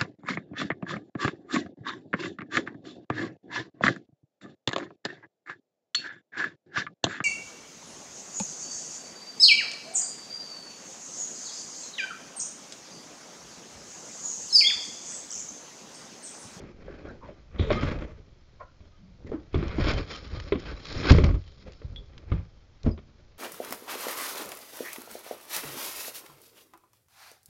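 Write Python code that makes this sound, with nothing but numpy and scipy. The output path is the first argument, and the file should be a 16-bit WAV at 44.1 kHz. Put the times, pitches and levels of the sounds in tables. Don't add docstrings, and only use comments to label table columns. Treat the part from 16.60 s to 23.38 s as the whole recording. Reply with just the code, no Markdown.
import sys
import numpy as np
from scipy import signal
from scipy.fft import rfft, irfft, next_fast_len
from scipy.io import wavfile

SR = 44100
rng = np.random.default_rng(int(sys.argv[2]) if len(sys.argv) > 2 else 0)


def store_wav(level_fs):
    pcm = np.round(np.clip(np.atleast_2d(level_fs), -1, 1) * 32767)
    wavfile.write(sys.argv[1], SR, pcm.T.astype(np.int16))


N = 298998
TIME = np.arange(N) / SR


def from_db(db):
    return 10 ** (np.asarray(db) / 20)


def rms_one(x):
    return x / np.sqrt(np.mean(x ** 2) + 1e-20)


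def add(out, start_s, sound):
    start = round(start_s * SR)
    out[start:start + len(sound)] += sound[:N - start]


def dying(t, t60):
    return np.exp(-np.log(1000) * t / t60)


def swell(t, rise, t60):
    return np.minimum(t / rise, 1) * dying(np.maximum(t - rise, 0), t60)


def drift(rate):
    knots = rng.standard_normal(N // 16)
    return rms_one(np.interp(TIME * rate, np.arange(len(knots)), knots))


def coloured(x, points):
    size = next_fast_len(N + SR // 2, real=True) // 2 * 2
    hz, db = np.transpose(points)
    grid_hz = np.maximum(np.arange(size // 2 + 1) * SR / size, 1)
    shape_db = np.interp(np.log(grid_hz), np.log(hz), db)
    cepstrum = irfft(np.log(rms_one(from_db(shape_db))))
    cepstrum[1:size // 2] *= 2
    cepstrum[size // 2 + 1:] = 0
    response = np.exp(rfft(cepstrum))
    return irfft(rfft(x, size) * response)[:N]


def band(x, hz, width_hz, order=2):
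    low = np.hypot(hz, width_hz / 2) - width_hz / 2
    edges = [low, min(low + width_hz, SR / 2 - 1)]
    return signal.sosfilt(signal.butter(order, edges, "band", fs=SR, output="sos"), x)


def lowpass(order, hz):
    return signal.butter(order, hz, fs=SR, output="sos")


def resonate(force, modes, wander_db, wanders_per_s):
    out, total = np.zeros(N), 0
    for hz, db, width_hz in modes:
        feed = rms_one(from_db(wander_db * drift(wanders_per_s)))
        lift = np.sqrt(SR / (np.pi * width_hz))
        out += from_db(db) * band(force * feed, hz, width_hz, order=1) * lift
        total += from_db(db) ** 2
    return out / np.sqrt(total)


def slips(per_s, spread_db, clump_db, clumps_per_s):
    sizes = from_db(spread_db * np.minimum(rng.exponential(1, N), 4)) * rng.choice([-1, 1], N)
    happens = rng.random(N) < per_s / SR
    return rms_one(sizes * happens * from_db(clump_db * drift(clumps_per_s)))


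# full_force_s, hold_s, fade_by_20_db_s, edge_rasp_db, grit_relative_to_rasp_db,
# wall_drone_db, panel_rumble_db
SHOVES_AND_SCUFFS = [(0.0, 0.057, 0.15, -55.5, -9, -44.5, -50.5),
                     (0.209, 0.26, 0.17, -57.5, -8.5, -45.5, -50.5),
                     (0.46, 0.055, 0.08, -61.5, -3.5, -40, -44.5),
                     (0.657, 0.014, 0.13, -56.5, -10, -45.5, -48.5),
                     (1.001, 0.13, 0.1469, -45, -24, -36, -29), (1.125, 0.03, 0.0362, -35, -6, -27.5, -35),
                     (1.215, .06, 0.196, -39.5, -8, -31.5, -28),
                     (1.321, 0.049, 0.1873, -48, -20, -35.5, -34.5),
                     (2.669, 0.039, 0.18, -67, -3.5, -44.5, -40),
                     (2.941, 0.34, 0.0438, -45.5, -7.5, -39, -32),
                     (3.187, 0.2, .08, -38.5, -4.5, -32.5, -29),
                     (3.272, 0.039, 0.0453, -29.5, -3.5, -28, -38),
                     (3.416, 0.73, 0.43, -53.5, -1, -48, -47), (3.509, 0.042, 0.08, -45.5, 0.5, -42, -49.5),
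                     (3.734, 0.061, 0.13, -53, -2, -44.5, -36),
                     (4.073, 0.018, 0.12, -43.5, -6.5, -41.5, -36.5),
                     (4.289, 0.011, 0.16, -45.5, 2.5, -45.5, -50.5),
                     (4.356, 0.032, 0.0969, -40, -0.5, -35, -30.5),
                     (4.461, .05, 0.1235, -27.5, -3, -26.5, -31),
                     (4.594, 0.093, 0.0933, -48, -5.5, -32, -21.5),
                     (4.843, 0.19, 1.1, -70, 6, -64.5, -55.5),
                     (5.057, 0.027, 0.09, -55.5, -8, -46.5, -48.5),
                     (5.259, .11, 0.13, -70, -19, -53.5, -40), (5.5, .18, 0.06, -65, -8, -54.5, -49),
                     (5.73, .015, 0.09, -49, -8.5, -39.5, -26), (6.248, 0.04, 0.03, -54.5, -8, -36, -24.5)]
# edge_rasp_db, grit_relative_to_rasp_db, wall_drone_db, panel_rumble_db
LEANING = (-73, -1, -65, -57)
BUILD_SHARE = 0.58
RUMBLE_LINGERS = 1.14


def shoves_and_scuffs():
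    rasp, grit, drone, rumble = LEANING
    power = np.outer(from_db([rasp, rasp + grit, drone, rumble]) ** 2, np.ones(N))
    for start_s, hold, fade, rasp, grit, drone, rumble in SHOVES_AND_SCUFFS:
        early = np.maximum(start_s - TIME, 0) / (BUILD_SHARE * fade)
        late = np.maximum(TIME - start_s - hold, 0) / fade
        near = early + late < 4
        edge_db = -20 * (early + late)[near]
        panel_db = -20 * (early + late / RUMBLE_LINGERS)[near]
        levels_db = [rasp + edge_db, rasp + grit + edge_db, drone + edge_db, rumble + panel_db]
        power[:, near] += from_db(levels_db) ** 2
    rasp_db, sand_db, drone_db, rumble_db = 10 * np.log10(power)
    return rasp_db, sand_db - rasp_db, drone_db, rumble_db


# pitch_hz, relative_level_db, t60_s
WALL_MODES = [(158.4, -2, 0.27), (199, 2, 0.11), (227.5, 0.5, 0.18), (281.3, 7, 0.097), (346.6, 4, 0.17),
              (388.4, 2, 0.11), (420.7, 5, 0.099), (493, -6, 0.2), (517, -5, 0.035), (605.4, 5.5, .1),
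              (635, -25.5, 0.082)]
# pitch_hz, relative_level_db, width_hz
RIM_MODES = [(1050, -1.5, 6.6), (1197, 3, 7.3), (1250, 13, 9.9), (1399, 6.5, 30), (1539, 4, 33),
             (1674, 2, 31), (1970, -2.5, 8.8), (2120, -3.5, 7.2), (2314, -6, 20), (2467, -14.5, 17),
             (2680, -2.5, 26), (3050, -9, 11)]
# pitch_hz, relative_level_db, width_hz
GRIT_MODES = [(3105, 1, 44), (3240, -1, 90), (3970, -0.5, 72), (4255, -1.5, 120), (4260, -10, 67),
              (5190, -3, 26), (5430, -11.5, 29), (5350, -5, 200)]
# frequency_hz, relative_level_db (per Hz)
RASP = [(400, -6.5), (650, -8.5), (830, -8.5), (1150, 2), (1550, 0.5), (1800, -2), (2130, -0.5), (2500, -2),
        (2900, -15.5), (3700, -21), (6000, -47)]
# frequency_hz, relative_level_db (per Hz)
GRIT = [(1800, -42.5), (2700, -3.5), (3200, 6.5), (4200, 14), (5400, 7), (6000, -14), (7000, -2),
        (8000, -55.5)]
# frequency_hz, relative_level_db (per Hz)
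DRONE = [(80, -19.5), (140, -6), (230, -3), (330, -1.5), (440, -4.5), (560, -2.5), (680, -8.5), (850, -13),
         (1500, -72)]
# frequency_hz, relative_level_db (per Hz)
RUMBLE = [(12, -5.5), (30, -2), (45, 6.5), (80, 3), (125, -3), (160, -8.5), (220, -26), (400, -69.5)]


def scraping(rim_db, grit_ring_db, dry_db, wall_db, dull_db, soft_hz, softening):
    rasp_db, grit_db, drone_db, rumble_db = shoves_and_scuffs()
    judder = rms_one(from_db(2.16 * drift(60)))
    edge_slips = slips(per_s=2400, spread_db=1.0, clump_db=1.5, clumps_per_s=200)
    edge = from_db(rasp_db) * judder * edge_slips
    sand = edge * from_db(grit_db)
    soft = signal.sosfiltfilt(lowpass(3, soft_hz), sand)
    sand = soft + (sand - soft) * from_db(softening * np.minimum(grit_db, 0))
    rub = from_db(dry_db) * (coloured(edge, RASP) + coloured(sand, GRIT))
    ring = from_db(rim_db) * resonate(edge, RIM_MODES, wander_db=10.0, wanders_per_s=24)
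    ring += from_db(grit_ring_db) * resonate(sand, GRIT_MODES, wander_db=9.0, wanders_per_s=24)
    shudder = slips(per_s=900, spread_db=1.0, clump_db=0.9, clumps_per_s=59)
    push = shudder * judder * from_db(drone_db)
    walls = [(hz, db, np.log(1000) / (np.pi * t60)) for hz, db, t60 in WALL_MODES]
    drone = from_db(dull_db) * coloured(push, DRONE)
    drone += from_db(wall_db) * resonate(push, walls, wander_db=10.5, wanders_per_s=12)
    rumble = coloured(shudder * from_db(rumble_db), RUMBLE)
    return rub - ring + drone + rumble


BEND_OCTAVES = 0.058


def ringing(modes, t, scatter_db):
    hz, db, t60 = np.transpose(modes)[:, :, None]
    hz = hz * 2 ** (BEND_OCTAVES * rng.standard_normal(hz.shape))
    strength = from_db(db + scatter_db * rng.standard_normal(hz.shape))
    return strength * np.sin(2 * np.pi * hz * t) * dying(t, t60)


# start_s, rebound_after_s, boom_db, wall_ring_db, crack_db, wall_pitch_hz, crack_top_hz
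KNOCKS = [(0.282, .017, -55, -32, -58, 540, 2000), (0.452, .02, -46, -34, -45, 350, 2000),
          (0.688, .02, -57, -36, -62.5, 600, 2000), (0.96, 0.029, -36.5, -39, -43.5, 219, 2000),
          (0.995, .016, -19.5, -19, -34.5, 334, 4000), (1.104, .011, -31.5, -15, -22.5, 607, 3500),
          (1.23, .02, -28, -23.5, -32.5, 277, 3000), (1.422, .02, -36, -30, -39, 303, 2380),
          (2.205, .02, -43, -42, -59, 200, 4000), (2.647, .015, -36.5, -31, -57, 221, 800),
          (2.718, .014, -52, -22.5, -41.5, 438, 895), (2.944, .012, -27, -16.5, -31.5, 373, 4000),
          (2.957, .025, -23.5, -12.5, -39.5, 145, 1500), (3.027, .03, -29.5, -23, -34.5, 340, 2980),
          (3.184, .008, -22, -16, -30.5, 314, 1200), (3.269, .015, -25, -20, -29.5, 308, 4000),
          (3.744, 0.018, -32.5, -45, -41.5, 300, 1000), (3.922, .034, -24, -11.5, -24, 391, 3560),
          (4.352, .015, -29, -30, -46.5, 420, 5030), (4.508, .011, 0, -3, -18, 226, 1000),
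          (4.547, .02, -11, -19.5, -29, 450, 1200), (4.584, .029, -4, -13.5, -25, 420, 2400),
          (4.637, .01, -3, -16, -27.5, 201, 3000), (4.69, .02, -18, -34, -30, 455, 1500),
          (4.742, .015, -18, -28.5, -39.5, 314, 2000), (5.217, .03, -51, -37.5, -46, 447, 1880),
          (5.246, .02, -28, -44, -61, 110, 800), (5.718, .005, -14, -19, -32.5, 213, 2000),
          (6.264, .006, -12, -12.5, -22.5, 249.4, 620), (6.377, .012, -57, -38, -46, 376, 3000)]
REBOUND_WALL_DB_PER_S, REBOUND_CRACK_DB_PER_S, REBOUND_PITCH_RATIO = -250, -450, .65


def contacts():
    for start_s, gap, boom_db, wall_db, crack_db, pitch_hz, top_hz in KNOCKS:
        yield start_s, from_db(boom_db), wall_db, crack_db, pitch_hz, top_hz
        rebound_wall_db = wall_db + REBOUND_WALL_DB_PER_S * gap
        rebound_crack_db = crack_db + REBOUND_CRACK_DB_PER_S * gap
        yield start_s + gap, 0, rebound_wall_db, rebound_crack_db, REBOUND_PITCH_RATIO * pitch_hz, top_hz


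# pitch_hz, relative_level_db, t60_s
BOOM_MODES = [(66.5, -5, 0.15), (83.6, -1, 0.21), (97.8, -4, .12), (124.2, -3, 0.1)]
# frequency_hz, relative_level_db (per Hz)
CRACK = [(300, -4.5), (600, 8), (850, -4.5), (1120, 6), (1700, -6), (2250, 1.5), (2800, -5.5), (3400, -0.5),
         (4500, -12.5), (7000, -41.5)]


def knocks(reach_octaves, dent_t60, ring_db, boom_rise_s, snap_db, crack_t60, rattle_db, rattle_t60):
    t = TIME[:SR // 2]
    body, contact = np.zeros(N), np.zeros(N)
    wall_hz = np.array(WALL_MODES)[:, 0]
    for start_s, boom_gain, wall_db, crack_db, pitch_hz, top_hz in contacts():
        share = 1 / (1 + (np.log2(wall_hz / pitch_hz) / reach_octaves) ** 2)
        share = share / np.linalg.norm(share) * rng.choice([-1, 1], len(share))
        dent = np.sin(2 * np.pi * pitch_hz * t) * dying(t, dent_t60)
        walls = share @ ringing(WALL_MODES, t, scatter_db=4.0)
        walls = from_db(ring_db) * walls * (1 - dying(t, dent_t60))
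        boom = ringing(BOOM_MODES, t, scatter_db=4.5).sum(axis=0)
        boom = boom * (1 - np.exp(-t / boom_rise_s))
        add(body, start_s, from_db(wall_db) * (dent + walls) + boom_gain * boom)
        fall = dying(t, crack_t60) + from_db(rattle_db) * dying(t, rattle_t60)
        crack = rng.standard_normal(len(t)) * fall
        crack[0] += from_db(snap_db)
        add(contact, start_s, from_db(crack_db) * signal.sosfilt(lowpass(2, top_hz), crack))
    return body + coloured(contact, CRACK)


STRAY_TICKS_PER_S, STRAY_TICK_DB, STRAY_TICK_HZ = 22, 14, 3180


def stray_ticks(scatter_db, scatter_octaves):
    rasp_db, grit_db, _, _ = shoves_and_scuffs()
    moments = np.flatnonzero(rng.random(N) < STRAY_TICKS_PER_S / SR)
    grains = []
    for i in moments:
        level_db = rasp_db[i] + grit_db[i] + STRAY_TICK_DB + scatter_db * rng.normal()
        centre_hz = STRAY_TICK_HZ * 2 ** (scatter_octaves * rng.normal())
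        grains.append((TIME[i], level_db, centre_hz))
    return grains


# start_s, relative_peak_db, centre_hz
TICKS = [(0.389, -46, 1700), (2.672, -39, 1980), (3.081, -25.5, 2700), (3.514, -25, 2190),
         (3.560, -21, 3800), (3.8, -21, 2250), (4, -28.5, 5430), (4.254, -21, 2580), (4.327, -22, 4020),
         (4.519, -6.5, 3500), (4.641, -13.5, 2500), (4.878, -37, 2400), (5.121, -35.5, 4300),
         (5.134, -34, 3000), (5.3, -48, 1200), (5.36, -34, 1810), (5.579, -30.5, 2190),
         (6.232, -31.5, 4500)]


def ticks(t60, snap_db, level_db):
    t, out = TIME[:SR // 10], np.zeros(N)
    for start_s, peak_db, hz in TICKS + stray_ticks(scatter_db=3, scatter_octaves=.4):
        tap = rng.standard_normal(len(t)) * dying(t, t60)
        tap[0] += from_db(snap_db)
        tick = band(tap, hz, 1.2 * hz, order=1)
        add(out, start_s, from_db(peak_db + level_db) * tick / np.abs(tick).max())
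    return signal.sosfilt(lowpass(4, 5800), out)


# start_s, centre_hz, width_hz, level_db, rise_s, t60_s
SQUEAKS = [(0.27, 1580, 261, -56, 0.015, 0.58), (0.442, 1540, 256, -49, 0.062, 0.11),
           (0.606, 1000, 230, -48.5, 0.03, 0.24), (0.983, 3460, 750, -41, 0.01, 0.41),
           (2.38, 175, 50, -51.5, 0.052, 0.93), (2.662, 1920, 450, -54, 0.011, 0.11),
           (2.713, 1094, 750, -48, 0.021, 0.22), (2.728, 308, 60, -29.5, 0.005, 0.2),
           (5.361, 3394, 171, -40, 0.00069, 0.12), (6.31, 4910, 250, -53, .003, 0.1)]


def squeaks(steadiness):
    t, out = TIME[:SR // 3], np.zeros(N)
    for start_s, hz, width_hz, level_db, rise, t60 in SQUEAKS:
        tone = signal.hilbert(band(rng.standard_normal(SR // 2), hz, width_hz))[-len(t):]
        even = rms_one(tone.real / np.abs(tone) ** steadiness)
        add(out, start_s, from_db(level_db) * swell(t, rise, t60) * even)
    return out


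# pitch_hz, width_hz, level_db, t60_s
CLONK_MODES = [(580, 210, -47.5, 0.18), (1040, 93, -43, 0.13), (1394, 150, -51, 0.26),
               (2000, 500, -56.5, .11)]
CLONK_S, CLONK_RISE_S = 1.996, 0.019


def clonk():
    t, out = TIME[:SR // 3], np.zeros(N)
    for hz, width_hz, level_db, t60 in CLONK_MODES:
        tone = rms_one(band(rng.standard_normal(SR // 2), hz, width_hz)[-len(t):])
        add(out, CLONK_S, from_db(level_db) * swell(t, CLONK_RISE_S, t60) * tone)
    return out


def yard(x, t60, echo_db):
    t = TIME[:SR]
    tail = rng.standard_normal(len(t)) * dying(t, t60) * (t > .012)
    return x + from_db(echo_db) * signal.fftconvolve(x, tail / np.linalg.norm(tail))[:N]


# frequency_hz, relative_level_db (per Hz)
HISS = [(15, 14.5), (60, 2.5), (120, -0.5), (250, -13), (600, -14), (1500, -20.5), (3000, -22.5),
        (5500, -24), (6200, -25.5), (7500, -35.5)]
HISS_DB = -57.5


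def night_hiss():
    return from_db(HISS_DB) * coloured(rng.standard_normal(N), HISS)


def scene():
    scrapes = scraping(rim_db=-12.0, grit_ring_db=-8.5, dry_db=-1.5, wall_db=-9.0, dull_db=-3.5,
                       soft_hz=4200, softening=1.0)
    blows = knocks(reach_octaves=0.47, dent_t60=0.05, ring_db=-8.0, boom_rise_s=0.006, snap_db=4,
                   crack_t60=0.031, rattle_db=-14.5, rattle_t60=0.24)
    bright_ticks = ticks(t60=0.023, snap_db=13.5, level_db=-3.5)
    bin_sound = scrapes + blows + bright_ticks + squeaks(steadiness=0.28) + clonk()
    return (yard(bin_sound, t60=0.43, echo_db=-20.0) + night_hiss())[None]


CUTOFF_HZ = 7350


def record(dry):
    rounded = dry / (1 + dry ** 6) ** (1 / 6)
    steep = signal.ellip(10, .3, 80, CUTOFF_HZ, fs=SR, output="sos")
    return signal.sosfilt(steep, rounded)


dry = scene()
out = record(dry)
store_wav(out)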